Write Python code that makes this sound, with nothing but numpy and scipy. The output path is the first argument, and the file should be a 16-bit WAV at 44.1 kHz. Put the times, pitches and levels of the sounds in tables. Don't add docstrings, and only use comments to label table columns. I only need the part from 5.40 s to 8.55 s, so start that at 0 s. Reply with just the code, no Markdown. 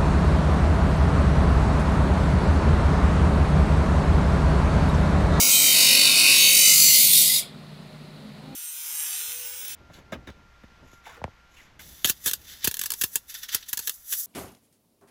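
import sys
import numpy as np
from scipy import signal
from scipy.fft import rfft, irfft, next_fast_len
from scipy.io import wavfile
from scipy.ndimage import uniform_filter1d, map_coordinates

SR = 44100
rng = np.random.default_rng(int(sys.argv[2]) if len(sys.argv) > 2 else 0)


def output_pcm(signal):
    pcm = np.clip(np.atleast_2d(signal).T, -1, 1) * 32767
    wavfile.write(sys.argv[1], SR, np.round(pcm).astype(np.int16))


def magnitude_from_level(level_db):
    exponent = np.asarray(level_db, float) / 20
    return 10 ** exponent


N = 138915


def unit(x):
    return x / np.sqrt(np.mean(x ** 2) + 1e-20)


def along(points, hz):
    f, v = np.transpose(points)
    return np.interp(np.log(hz + 1), np.log(f + 1), v)


def curves(rows):
    s, *cols = np.transpose(rows)
    return [np.interp(np.arange(N) / SR, s, c) for c in cols]


def wobble(rate):
    return map_coordinates(rng.standard_normal(4000), [np.arange(N) * rate / SR])


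def filtered(x, response):
    m = next_fast_len(N + SR // 2)
    return irfft(rfft(x, m) * response(np.fft.rfftfreq(m, 1 / SR)), m)[..., :N]


def patchy(x, depth_db):
    z = signal.stft(x, nperseg=512)[2]
    field = uniform_filter1d(rng.standard_normal(z.shape), size=5, axis=0)
    field = uniform_filter1d(field, size=16, axis=1)
    return signal.istft(z * magnitude_from_level(depth_db * unit(field)), nperseg=512)[1][:N]


def grit():
    # (time [s], speed [turns/s])
    wheel_speed = [(0, 48.55), (.45, 48.5), (.7, 48.2), (1, 48.1), (1.5, 48.1), (1.9, 48.2), (2.3, 49),
                   (3.15, 49)]
    # (time [s], slide across the wheel [tracks/s], share of fresh chipping [0-1])
    blade_slide = [(0, 9, .3), (.2, 7, .15), (.5, 7, .2), (.65, 20, .3), (.85, 9, .25), (1, 6, .12),
                   (1.25, 9, .2), (1.45, 6, .1), (1.6, 18, .4), (1.75, 25, .65), (1.9, 30, .9)]
    shake_s, chatter_db, lump_db = .00001, .6, 1.2
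    grit_spike = 1.25
    spot_db, spot_turn, spot_sharp = 2.8, .745, 3.5

    speed, = curves(wheel_speed)
    slide, fresh = curves(blade_slide)
    turn = np.cumsum(speed) / SR + 48 * shake_s * wobble(40)
    track = np.cumsum(slide) / SR

    grains = rng.standard_normal((64, 916))
    rough = signal.resample(np.sign(grains) * np.abs(grains) ** grit_spike, 3664, axis=1)
    lumps = unit(uniform_filter1d(rng.standard_normal((64, 3664)), size=250, axis=1, mode="wrap"))

    def read(face, rows):
        return unit(map_coordinates(face, [rows % 63, turn % 1 * 3663], order=3))

    surface = np.sqrt(1 - fresh) * read(rough, track) + np.sqrt(fresh) * rng.standard_normal(N)
    spot_angle = 2 * np.pi * (turn - spot_turn) + .3 * wobble(4)
    spot = np.exp(spot_sharp * (np.cos(spot_angle) - 1)) * (1 + .15 * wobble(7))
    bite_db = spot_db * spot + lump_db * read(lumps, track / 2) + chatter_db * fresh * wobble(60)
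    return surface, magnitude_from_level(bite_db)


def blade(scrape):
    # (time [s], level [dB])
    press = [(0, -16.5), (.1, -16), (.2, -16), (.45, -15.5), (.58, -17.5), (.65, -16.5), (.73, -18),
             (.95, -15), (1.02, -15), (1.3, -14), (1.5, -13), (1.6, -16.5), (1.78, -14.5), (1.88, -18),
             (1.95, -20), (1.997, -22), (2.025, -44.5)]
    grip_s = [.1, .36, 0.971, 1.14, 1.33, 1.598, 1.83]
    regrip_s = [.06, 0.31, .12, 0.24, 0.12, 0.13, .1]
    # (frequency [Hz], density [dB per Hz])
    tone_start = [(1780, -46), (2250, -6), (3380, -22.5), (4300, -13), (6500, -5), (9000, -7), (12300, -7),
                  (15700, -7)]
    tone_a = [(1700, -30), (2250, -10), (3400, -23), (4500, -5), (5650, -7), (7000, -2.5), (11500, -7),
              (15700, -14.5)]
    tone_b = [(1750, -17.5), (2490, -3), (3200, -21.5), (4470, -2.5), (5050, -7), (7000, -11.5),
              (12800, -15), (15700, -15.5)]
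    tone_c = [(1750, -26.5), (2000, -9.5), (2500, -1.5), (3400, -13.5), (5150, -16), (6600, -6.5),
              (7600, -13.5), (12800, -10.5), (15700, -13)]
    tone_c2 = [(1720, -26), (2050, -5.5), (3500, -22.5), (5600, -10), (6600, -2.5), (11700, -7.5),
               (14200, -8), (15700, -17.5)]
    tone_d = [(1720, -28), (2050, -5), (3260, -14), (4510, -0.5), (5440, -7), (7400, -2), (8800, -8),
              (10200, -3), (14600, -4), (15700, -5)]
    tone_e = [(1780, -29), (2050, -11), (3260, -10), (3780, -3), (5390, -6), (12400, -1), (14300, -2),
              (15700, -12.5)]
    tone_f = [(1780, -35.5), (2000, -12.5), (2600, -12), (3600, -3), (5800, -7), (8300, -1.5), (12000, 0),
              (15700, -7)]
    # (frequency [Hz], width [Hz], level [dB])
    ring_start = [(2260, 67, -3.5), (2970, 66, -4), (3880, 100, -1), (4920, 250, -3.5), (5850, 100, 0),
                  (6800, 230, -3.5), (8650, 120, -11.5), (10200, 300, -4.5), (15200, 600, -1)]
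    ring_a = [(2390, 100, -5), (3060, 66, -4), (3900, 360, -3), (5840, 100, -2.5), (6734, 60, -1.5),
              (7400, 150, -6.5), (8080, 130, -0.5), (10130, 100, 1), (14000, 300, 3.5), (14900, 180, 1.5)]
    ring_b = [(2650, 27, -5.5), (2930, 18, -2), (3755, 150, -3.5), (4410, 210, -5), (5387, 18, -5.5),
              (7670, 53, -13), (8360, 100, -7.5), (10020, 100, -4.5), (10500, 148, -6.5), (11200, 75, -6),
              (14300, 500, -12)]
    ring_c = [(3010, 130, -3.5), (3800, 150, 2.5), (4500, 200, 3.5), (6400, 410, -3), (8560, 130, -4.5),
              (10220, 100, 0), (10500, 36, -5), (13660, 150, -10), (14650, 200, -2.5)]
    ring_c2 = [(2530, 94, -4), (2960, 80, -3.5), (3850, 200, -3), (4660, 150, 0), (5270, 40, -2.5),
               (6150, 370, 2.5), (7200, 200, -4.5), (8840, 94, 6), (9240, 80, -6.5), (11300, 60, -11),
               (14000, 150, -6), (14700, 200, -2.5)]
    ring_d = [(2900, 25, -6.5), (4496, 120, -1), (6090, 17, -5), (6950, 81, -3), (9700, 76, -0.5),
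              (11300, 26, -1.5), (14600, 36, -1.5)]
    ring_e = [(3700, 250, -3.5), (4450, 150, 1.5), (9080, 66, 1.5), (10600, 250, -3), (13800, 133, 0.5),
              (14800, 300, 3)]
    ring_f = [(1990, 54, -15), (3700, 250, -8), (4450, 150, -2.5), (4950, 150, 0.5), (5750, 120, -8.5),
              (7000, 150, -4), (7800, 150, -8), (10360, 390, 2), (14500, 370, 1.5)]
    ring_gain = [1, 1, 1, 0, 0, 3, 1, 1]
    widen_hz = 200
    patch_db, skid_patch_db = 1.1, .6

    t = np.arange(N) / SR
    changes = [np.clip((t - s) / long_s + .5, 0, 1) for s, long_s in zip(grip_s, regrip_s)]
    steps = [1] + changes + [0]
    tones = [tone_start, tone_a, tone_b, tone_c, tone_c2, tone_d, tone_e, tone_f]
    rings = [ring_start, ring_a, ring_b, ring_c, ring_c2, ring_d, ring_e, ring_f]
    out = 0
    for k, (tone, ring, ring_db) in enumerate(zip(tones, rings, ring_gain)):
        def colour(f):
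            power = magnitude_from_level(2 * along(tone, f))
            for hz, width, db in ring:
                power = power + magnitude_from_level(2 * (db + ring_db)) / (1 + (2 * (f - hz) / (width + widen_hz)) ** 2) ** 2
            return np.sqrt(power) * np.clip(f / 1700, 0, 1) ** 10

        out = out + (steps[k] - steps[k + 1]) * unit(filtered(scrape, colour))

    skid = steps[-3]
    steady = np.sqrt(1 - skid) * patchy(out, patch_db)
    skidding = np.sqrt(skid) * patchy(out, patch_db + skid_patch_db)
    return unit(steady + skidding) * magnitude_from_level(curves(press + [(2.08, -100)])[0])


def squeals(bite):
    # (start [s], length [s], frequency [Hz], level [dB rms])
    singing = [(.1, .24, 3104, -29), (.72, .42, 2503, -27), (.62, .38, 1062, -46), (.62, .3, 1400, -50),
               (1.22, .24, 1300, -55), (1.37, .2, 5965, -26), (1.37, .13, 7122, -28),
               (1.44, .12, 7218, -28), (1.26, .09, 9870, -30), (1.42, .1, 9870, -32),
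               (1.36, .22, 4475, -35), (1.4, .16, 4620, -34), (1.4, .14, 11260, -33), (.12, .2, 8340, -30)]
    edge_s = .06
    t, out = np.arange(N) / SR, 0
    for s, long_s, hz, db in singing:
        level = magnitude_from_level(db + 3 + 1.4 * wobble(8.2))
        gate = np.clip(np.minimum(t - s, s + long_s - t) / edge_s + .5, 0, 1) ** 2
        out = out + level * gate * bite * np.sin(2 * np.pi * hz * t + 0.23 * wobble(24.88))
    return out


def glances():
    # (time [s], length [s], frequency [Hz], level [dB rms])
    pings = [(1.906, 0.022, 2037, -31), (1.955, 0.018, 4450, -28.5), (1.963, .016, 3800, -23.5),
             (1.964, 0.016, 7800, -33), (1.978, .016, 3700, -27.5), (1.984, .016, 7000, -28.5),
             (1.989, 0.015, 5750, -30), (1.992, 0.011, 2260, -39), (2.034, 0.015, 2305, -47)]
    t, out = np.arange(N) / SR, 0
    for s, long_s, hz, db in pings:
        swell = np.exp(-(2 * (t - s) / long_s) ** 2)
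        out = out + np.sqrt(2) * magnitude_from_level(db) * swell * np.sin(2 * np.pi * hz * t)
    return out


def frame(scrape):
    # (frequency [Hz], density [dB per Hz])
    body_colour = [(88, -29.5), (247, 2), (416, -5.5), (670, 2), (800, -11.5), (1060, 0), (1220, -9.5),
                   (1420, -2.5), (1700, -22), (2000, -81)]
    # (time [s], level [dB])
    load = [(0, -35), (.15, -39.5), (.4, -36), (.9, -36), (1.1, -43.5), (1.5, -48.5), (1.9, -54),
            (2.03, -58)]
    loose = .4
    ease_s, drum_hz, drum_width_hz, drum_db = 1, 539, 120, 4.5

    shake = np.sqrt(1 - loose) * unit(scrape) + np.sqrt(loose) * rng.standard_normal(N)
    body = filtered(shake, lambda f: magnitude_from_level(along(body_colour, f)) * (f > 70))
    drum = filtered(body, lambda f: magnitude_from_level(drum_db) / (1 + (2 * (f - drum_hz) / drum_width_hz) ** 2))
    eased = np.clip((np.arange(N) / SR - ease_s) / 0.4 + .5, 0, 1)
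    return unit(patchy(body + eased * drum, depth_db=-0.5)) * magnitude_from_level(curves(load + [(2.3, -67)])[0])


def ground(rasp):
    # (frequency [Hz], width [Hz], depth [0-1])
    shadow = [(1722, 120, 0.9), (12050, 200, 0.3)]

    def notches(f):
        dips = [1 - np.clip(depth, 0, 1) / (1 + (2 * (f - hz) / width) ** 2) for hz, width, depth in shadow]
        return np.prod(dips, axis=0)

    return filtered(rasp, notches)


def wall(x):
    # (frequency [Hz], time to fall 60 dB [s])
    decay = [(500, 0.097), (2400, 0.36), (4000, 0.34), (6000, 0.14), (8000, .2), (13000, 0.13)]
    t, out = np.arange(N) / SR, 0
    for s in np.arange(0, 2.4, .2):
        hz, lag, z = signal.stft(rng.standard_normal(SR // 2), SR, nperseg=256)
        fall = magnitude_from_level(-60 * lag / along(decay, hz)[:, None])
        tail = signal.istft(z * fall, SR, nperseg=256)[1]
        share = np.cos(np.pi / 2 * np.clip((t - s) / .2, -1, 1))
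        out = out + signal.oaconvolve(x * share, tail[:SR // 3] / np.linalg.norm(tail))[:N]
    return out


def motor():
    # (frequency [Hz], level [dB rms])
    hum = [(48.4, -66.5), (150.7, -50), (209.9, -52), (263.8, -59.5), (376.8, -64.5), (613.7, -64)]
    waver_db = 2
    t, out = np.arange(N) / SR, 0
    for hz, db in hum:
        level = np.sqrt(2) * magnitude_from_level(db + waver_db * wobble(14))
        out = out + level * np.sin(2 * np.pi * hz * t + .5 * wobble(11))
    return out


def yard():
    # (frequency [Hz], density [dB per Hz])
    rumble = [(15, -60.5), (25, -28.5), (113, -12.5), (146, -3), (176, -5.5), (261, -6.5), (295, -19.5),
              (381, -15.5), (1500, -23), (1950, -66.5), (3300, -120)]
    hiss = [(880, -29.5), (1500, -9), (1760, -1.5), (1900, -2), (3200, -5), (4170, 0), (5710, -16.5),
            (10500, -18), (15700, -27.5)]
    far_rumble = [(150, -32), (200, -2), (300, 0), (420, -17), (900, -50)]
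    # (multiple, level [dB])
    far_lines = [(1, -44), (2, -51.5), (3, -52)]
    low_db, high_db, far_rumble_db = -43.5, -53.5, -45
    far_s, far_rise_s, far_hz = 3.06, 0.089, 265

    def noise(colour):
        return unit(filtered(rng.standard_normal(N), lambda f: magnitude_from_level(along(colour, f))))

    t = np.arange(N) / SR
    low = magnitude_from_level(low_db - 3 + .8 * wobble(40)) * patchy(noise(rumble), depth_db=1)
    high = magnitude_from_level(high_db) * noise(hiss)
    far = magnitude_from_level(far_rumble_db) * noise(far_rumble)
    for k, db in far_lines:
        far = far + magnitude_from_level(db + 2.1 * wobble(20)) * np.sin(2 * np.pi * k * far_hz * t + k * .6 * wobble(7.3))
    return low + high + far / (1 + np.exp(-4 * (t - far_s) / far_rise_s))


def scene():
    surface, bite = grit()
    rasp = blade(surface * bite) + frame(surface * np.sqrt(bite)) + squeals(unit(bite))
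    rasp = ground(rasp)
    wall_db = -6
    return (rasp + magnitude_from_level(wall_db) * wall(rasp) + glances() + motor() + yard())[None]


def low_pass(x):
    return signal.sosfilt(signal.butter(12, 17070, fs=SR, output="sos"), x)


def record(dry):
    ceiling, top_hz = .92, 15740
    soft = dry / (1 + np.abs(dry / ceiling) ** 10) ** (1 / 10)
    band = filtered(soft, lambda hz: np.clip((top_hz - hz) / 40, 0, 1))
    return low_pass(band)


dry = scene()
out = record(dry)
output_pcm(out)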